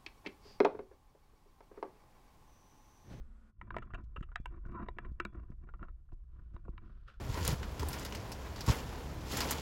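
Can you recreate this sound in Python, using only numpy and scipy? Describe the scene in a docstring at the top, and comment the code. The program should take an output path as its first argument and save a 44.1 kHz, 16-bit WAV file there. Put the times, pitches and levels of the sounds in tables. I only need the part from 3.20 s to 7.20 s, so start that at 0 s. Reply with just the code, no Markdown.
"""Inside a small plastic microphone case: hands grip a roller shutter's strap and haul the shutter up. Knocks,
hollow taps, scuffs and rubbing ring the case; each movement thumps and rumbles through it. Faint digital clicks
ride on the handling. The grip creaks once, and late on the woven strap swishes. The sound opens on a different
scene, a faint outdoor hiss with a few thin tones; after a third of a second the scene changes to the case, with
a brief hush between."""
import sys
import numpy as np
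from scipy import signal
from scipy.fft import rfft, irfft
from scipy.io import wavfile
from scipy.ndimage import uniform_filter1d

SR = 44100
rng = np.random.default_rng(int(sys.argv[2]) if len(sys.argv) > 2 else 0)


def log_audio(samples):
    """Write samples as a 16-bit WAV file to the path given in sys.argv[1]."""
    # one column per channel
    frames = np.atleast_2d(samples).T
    # limit to full scale, then quantise
    limited = np.clip(frames, -1, 1)
    pcm = np.round(limited * 32767).astype(np.int16)
    wavfile.write(sys.argv[1], SR, pcm)


N = 176400
HIT_SAMPLES = 8192
TIME_S, HIT_TIME_S = np.arange(N) / SR, np.arange(HIT_SAMPLES) / SR
DIGITAL_TICK_HZ = (2000, 6500)


def from_db(db):
    """Decibels to gain."""
    return 10 ** (np.asarray(db) / 20)


def unit_rms(x):
    """Scale to unit power."""
    return x / np.sqrt(np.mean(x ** 2) + 1e-30)


def level(points):
    """Gain over time from (s, dB) points."""
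    return from_db(np.interp(TIME_S, *np.transpose(points)))


def colour(x, points):
    """Shape a spectrum by (Hz, dB) points, falling off past the ends."""
    hz, db = np.transpose(points)
    log_f = np.log(np.maximum(np.fft.rfftfreq(N, 1 / SR), 1))
    outside = np.maximum(np.log(hz[0]) - log_f, 0) + np.maximum(log_f - np.log(hz[-1]), 0)
    return irfft(rfft(x) * from_db(np.interp(log_f, np.log(hz), db) - 20 * outside), N)


def noise(points):
    """Coloured noise of unit power."""
    return unit_rms(colour(rng.standard_normal(N), points))


def cut(x, hz, kind, order=2):
    """Butterworth filter."""
    return signal.sosfilt(signal.butter(order, hz, kind, fs=SR, output="sos"), x)


def flutter(depth_db, hz):
    """Gain wavering at random up to the given rate."""
    return from_db(depth_db * unit_rms(cut(rng.standard_normal(N), hz, "low")))


def ring(x, hz, t60_s):
    """One mode: a unit click rings with height 1."""
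    r, w = np.exp(-np.log(1000) / (t60_s * SR)), 2 * np.pi * hz / SR
    return signal.lfilter([0, np.sin(w)], [1, -2 * r * np.cos(w), r * r], x + 1e-18)


def add(out, start_s, x):
    """Mix x into out."""
    i = int(start_s * SR)
    out[i:i + len(x)] += x[:N - i]


def impulses(samples, per_s=2600):
    """Random unit impulses of either sign."""
    return (rng.random(samples) < per_s / SR) * rng.choice([-1, 1], samples)


def outdoors():
    """Faint hiss with thin tones."""
    # Each row: frequency in Hz, level in dB.
    thin_tones = [(221, -68.5), (1455, -84.5), (7690, -101)]
    # Hiss spectrum. Each row: frequency in Hz, gain in dB.
    hiss_colour = [(130, -18), (230, 4), (800, -6.5), (1300, -1), (2200, -15.5), (5000, -23.5),
                   (10000, -27.5), (14000, -37)]
    tones = sum(from_db(db) * unit_rms(ring(rng.standard_normal(N), hz, t60_s=0.26))
                for hz, db in thin_tones)
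    return from_db(-75.5) * noise(hiss_colour) + tones


def background(hush_from_s=0.308, hush_to_s=0.384, hush_db=-17, fade_s=0.02):
    """Low sway of the case and quiet room noise; both dip briefly as the outdoor sound stops."""
    # Each row: time in seconds, level in dB.
    sway_level = [(0, -43), (.31, -64), (.41, -51), (.57, -48.5), (1.6, -47), (2.72, -46), (2.83, -53),
                  (2.95, -49), (3.5, -49), (4, -54)]
    # Sway spectrum. Each row: frequency in Hz, gain in dB.
    sway_colour = [(15, -9), (27, -3), (42, -10), (62, -7), (85, -27.5), (400, -65.5)]
    # Room noise spectrum. Each row: frequency in Hz, gain in dB.
    room_colour = [(300, 0.5), (4000, -23), (15000, -29)]
    before, after = (uniform_filter1d(gate * 1., int(fade_s * SR))
                     for gate in (TIME_S < hush_from_s, TIME_S > hush_to_s))
    opening = before * outdoors()
    floor = noise(sway_colour) * level(sway_level) + from_db(-88) * noise(room_colour)
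    return opening + floor * np.maximum(before + after, from_db(hush_db))


def room(x, tail_db=-25, t60_s=0.1):
    """Add a faint diffuse tail, dulled by the case."""
    t = np.arange(SR // 2) / SR
    tail = cut(rng.standard_normal(len(t)), [300, 3000], "band", order=4)
    tail *= np.exp(-np.log(1000) * t / t60_s)
    return x + from_db(tail_db) * signal.fftconvolve(x, tail / np.linalg.norm(tail))[:N]


def case(force, vary_db):
    """The plastic case's modes, weighted anew for each point of contact."""
    # Each row: frequency in Hz, mean gain in dB, T60 in seconds.
    modes = [(203.4, -14, 0.1), (343, -8, 0.065), (546, -3, 0.0092), (704.5, -8.5, 0.036),
             (1006, 0.5, 0.036), (1222, 8, 0.009), (1316, -0.5, 0.034), (1429, -2, 0.019),
             (1872, -3, 0.0092), (2304, -13.5, 0.027), (2748, -10.5, 0.016), (3808, -14, 0.022),
             (5510, -33, 0.0054), (6530, -5, 0.0083), (7920, -4.5, 0.0078)]
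    return sum((-1) ** k * from_db(db + vary_db * rng.standard_normal()) * ring(force, hz, t60_s)
               for k, (hz, db, t60_s) in enumerate(modes))


def strap():
    """The woven strap hisses as it slides."""
    # Each row: time in seconds, level in dB.
    swish_level = [(3.08, -105), (3.13, -84.5), (3.58, -92.5), (3.65, -77), (3.86, -81.5), (3.885, -55.5),
                   (3.93, -67.5), (4, -82)]
    # Swish spectrum. Each row: frequency in Hz, gain in dB.
    swish_colour = [(500, -4), (900, -14), (1350, 6.5), (2100, -13), (2900, -9), (5000, -19), (7000, -31),
                    (13000, -42.5)]
    return noise(swish_colour) * flutter(depth_db=2, hz=110) * level(swish_level)


def creak(jitter=0.024, rough_hz=122):
    """The grip sticks and slips: a rough, sinking note that rings the case."""
    # Each row: time in seconds, level in dB, pitch in Hz.
    glide = [(1.529, -67, 1181), (1.548, -54.5, 1136), (1.581, -49, 989), (1.603, -52, 1005),
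             (1.625, -58, 1013)]
    s, db, hz = np.transpose(glide)
    roughness = unit_rms(cut(rng.standard_normal(N), rough_hz, "low"))
    pitch_hz = np.interp(TIME_S, s, hz) * (1 + jitter * roughness)
    tone = np.sin(2 * np.pi * np.cumsum(pitch_hz) / SR) * flutter(depth_db=0.5, hz=rough_hz)
    body = cut(case(impulses(N), vary_db=3.5), [1000, 1500], "band")
    envelope = from_db(np.interp(TIME_S, s, db)) * (TIME_S > s[0]) * (TIME_S < s[-1])
    return envelope * (unit_rms(tone) + from_db(-2) * unit_rms(body))


def rubbing(rumble_hz=(69, 140.3), clicks_per_s=25):
    """Dense slips of the grip ring the case over a rumble; faint digital clicks follow the loudness."""
    # Rubbing in three phases. Each row: time in seconds, level in dB.
    grip = [(0.381, -86.5), (0.55, -64.5), (0.585, -57), (0.61, -65.5), (0.701, -72), (0.798, -66),
            (0.878, -82), (1.23, -89), (1.341, -65.5)]
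    reach = [(1.416, -82.5), (1.492, -59.5), (1.621, -55.5), (1.678, -68), (1.764, -77.5), (1.87, -65),
             (1.939, -84)]
    pull = [(2.122, -68), (2.172, -59.5), (2.273, -78.5), (2.323, -68), (2.372, -95), (2.438, -69.5),
            (2.521, -85), (2.65, -65), (2.722, -96.5), (3.1, -91.5), (3.168, -70), (3.302, -88.5),
            (3.343, -64.5), (3.42, -83), (3.648, -75), (4, -89)]
    # Tone curve. Each row: frequency in Hz, gain in dB.
    rub_colour = [(60, 0), (120, 19), (220, 15), (380, 7.5), (750, -1.5), (1300, -4), (2200, -3),
                  (4300, -24), (7000, -53.5)]
    envelope = level([(0.3, -110), *grip, *reach, *pull])
    slips = impulses(N) * flutter(depth_db=5.5, hz=41)
    rub = colour(case(slips, vary_db=-0.5), rub_colour)
    rub /= np.std(cut(rub, [800, 2500], "band"))
    rumble = from_db(-23) * unit_rms(cut(rng.standard_normal(N), rumble_hz, "band", order=3))
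    spikes = (rng.random(N) < clicks_per_s / SR) + 1e-18
    digital_clicks = from_db(-67) * unit_rms(cut(spikes, DIGITAL_TICK_HZ, "band"))
    return envelope * rub + np.sqrt(envelope) * (rumble + digital_clicks)


def bumps(wobble_hz=48.4, thud_hz=105, tick_s=0.0087, tick_db=-33):
    """Soft pushes of the hand: a low wobble and short thud, with a faint high digital tick on each."""
    # Each row: start in seconds, wobble peak in dB, thud in dB against the wobble.
    pushes = [(0.737, -34.5, -7), (0.838, -37.5, -25), (0.983, -43.5, 4.5), (1.01, -44, 12.5),
              (1.2, -39.5, 2), (1.461, -39, 2), (1.917, -40, -0.5), (2.302, -37, -1), (2.626, -50, 11),
              (2.929, -37, -37), (3.344, -42.5, -31.5), (3.491, -38, 2)]
    force = cut(signal.unit_impulse(HIT_SAMPLES), 270, "low")
    wobble = cut(ring(force, wobble_hz, t60_s=0.06), wobble_hz / 2, "high", order=1)
    thud = cut(ring(force, thud_hz, t60_s=0.01), thud_hz / 2, "high", order=1)
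    out = np.zeros(N)
    for start_s, db, thud_db in pushes:
        thump = wobble / wobble.max() + from_db(thud_db) * thud / thud.max()
        burst = impulses(HIT_SAMPLES) * np.exp(-(HIT_TIME_S / tick_s) ** 2 / 2)
        digital_tick = cut(burst, DIGITAL_TICK_HZ, "band")
        digital_tick *= from_db(tick_db) / np.abs(digital_tick).max()
        add(out, start_s, from_db(db) * (thump + digital_tick))
    return out


def balance(x, bass_db, upper_db, treble_db):
    """Smooth causal tone curve: bring three bands toward their levels against the middle band."""
    edges_hz = np.array([200, 900, 2100, 4600, 12000])
    spectrum, hz = rfft(x), np.fft.rfftfreq(HIT_SAMPLES, 1 / SR)
    bands = [(hz > low) & (hz < high) for low, high in zip(edges_hz, edges_hz[1:])]
    log_centres = np.log(edges_hz[1:] * edges_hz[:-1]) / 2
    wanted = np.log(from_db([bass_db, 0, upper_db, treble_db]))
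    log_gain = np.zeros(len(hz))
    for _ in range(5):
        shaped = spectrum * np.exp(log_gain)
        have = np.log([np.linalg.norm(shaped[band]) for band in bands])
        log_gain += np.interp(np.log(hz + 1), log_centres, wanted - have) / 2
    # Minimum phase: nothing sounds ahead of the touch.
    cepstrum = irfft(log_gain, HIT_SAMPLES)
    cepstrum[1:HIT_SAMPLES // 2] *= 2
    cepstrum[HIT_SAMPLES // 2 + 1:] = 0
    return irfft(spectrum * np.exp(rfft(cepstrum)), HIT_SAMPLES)


def contact(force, note, mid_peak_db, balance_db):
    """A force rings the case, with a short crack, a snap and any note of the struck spot."""
    crack = from_db(2.5) * ring(force, hz=1716, t60_s=0.0073)
    snap = from_db(14) * cut(force, 5000, "low", order=1)
    hit = cut(note + case(force, vary_db=6) + crack + snap, 160, "high")
    hit = balance(hit, *balance_db)
    return from_db(mid_peak_db) * hit / np.abs(cut(hit, [900, 2100], "band")).max()


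def spot(hz, gain_db):
    """The struck spot's own note."""
    return from_db(gain_db) * ring(signal.unit_impulse(HIT_SAMPLES), hz, t60_s=0.028)


def scuffs(width_s=0.0073, gain_db=16):
    """Short runs of slips on the case that stop quickly."""
    # Each row: start in seconds, level in dB, then bass, upper middle, treble in dB against the middle.
    runs = [(0.7436, -55.5, -3, -6, -30.5), (0.9612, -53.5, -7, -6.5, -43),
            (1.0266, -62.5, -9, -6.5, -31.5), (0.622, -62.5, -10.5, -13, -37),
            (1.8471, -62.5, -3.5, -13, -44), (2.918, -76, 12, -13, -35.5), (3.45, -71, 8, -22, -32)]
    out = np.zeros(N)
    for start_s, db, *balance_db in runs:
        slips = impulses(HIT_SAMPLES) * np.exp(-(HIT_TIME_S / width_s) ** 2 / 2)
        add(out, start_s, contact(slips, 0, db + gain_db, balance_db))
    return out


def taps(decay_s=0.0086, balance_db=(-8, -21, -46.5)):
    """Soft gritty touches; the spot's hollow note stands out."""
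    # Each row: start in seconds, middle-band peak in dB, note in Hz.
    touches = [(0.5439, -38.5, 1226), (0.626, -48.5, 1360), (0.7048, -50.5, 1200), (0.777, -56, 1270),
               (1.089, -58.5, 1240), (1.1177, -51, 1430), (1.453, -50, 1490), (2.4897, -48, 1406),
               (2.5387, -47, 1205), (2.594, -55.5, 1320), (2.629, -40, 1366), (2.648, -58.5, 1060),
               (2.685, -51, 1310), (2.889, -66.5, 1340)]
    out = np.zeros(N)
    for start_s, db, hz in touches:
        force = impulses(HIT_SAMPLES) * np.exp(-HIT_TIME_S / decay_s)
        force /= np.linalg.norm(force) + 1e-9
        add(out, start_s, contact(force, spot(hz, gain_db=15), db, balance_db))
    return out


def knocks(grit_s=0.0011, gain_db=1.5):
    """Hard touches, each a click and a moment of grit; thin metal rings on."""
    # Each row: start in seconds, level in dB, then bass, upper middle, treble in dB against the middle,
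    # note in Hz.
    hits = [(0.414, -41, -11.5, -9, -42.5, 1364), (0.5056, -36, -13, -17.5, -58, 1574),
            (0.5663, -33.5, 2, -10, -37, 683), (0.5848, -41.5, 1, -4.5, -25, 1800),
            (0.7373, -40, -4, -16.5, -50, 1486), (1.0079, -53, 8.5, -15.5, -26, 1370),
            (1.1582, -28, -13, -7, -31, 1256), (1.258, -37.5, -6.5, -5.5, -24.5, 1557),
            (1.686, -39, 1, -12, -38, 737), (1.7856, -33, -4.5, -7.5, -37.5, 1710),
            (2.0001, -27.5, -6.5, -7.5, -29.5, 1508), (2.051, -35.5, 0, -3.5, -21.5, 1370),
            (3.3643, -47.5, -2, -17, -50, 1003), (3.4821, -50.5, 9.5, -23, -42, 1123),
            (3.579, -48.5, -18, -6, -38, 1272)]
    # Each row: frequency in Hz, gain in dB, T60 in seconds.
    metal_modes = [(2370, -39.5, 0.2), (3400, -52.5, 0.5)]
    out, blows = np.zeros(N), np.zeros(N)
    for start_s, db, *balance_db, hz in hits:
        grit = rng.standard_normal(HIT_SAMPLES) * np.exp(-HIT_TIME_S / grit_s)
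        force = signal.unit_impulse(HIT_SAMPLES) + grit / np.linalg.norm(grit)
        add(out, start_s, contact(force, spot(hz, gain_db=6.5), db + gain_db, balance_db))
        add(blows, start_s, from_db([db]))
    return out + sum(from_db(db) * ring(blows, hz, t60_s) for hz, db, t60_s in metal_modes)


def scene():
    """All sources at one microphone."""
    return (room(knocks() + taps() + scuffs()) + bumps() + rubbing() + creak() + strap() + background())[None]


def record(dry):
    """Round the hardest peaks; cut the top steeply."""
    ceiling, stop_hz = 0.053, 15800
    rounded = ceiling * np.tanh(dry / ceiling)
    return signal.sosfilt(signal.cheby2(12, 70, stop_hz, fs=SR, output="sos"), rounded)


dry = scene()
out = record(dry)
log_audio(out)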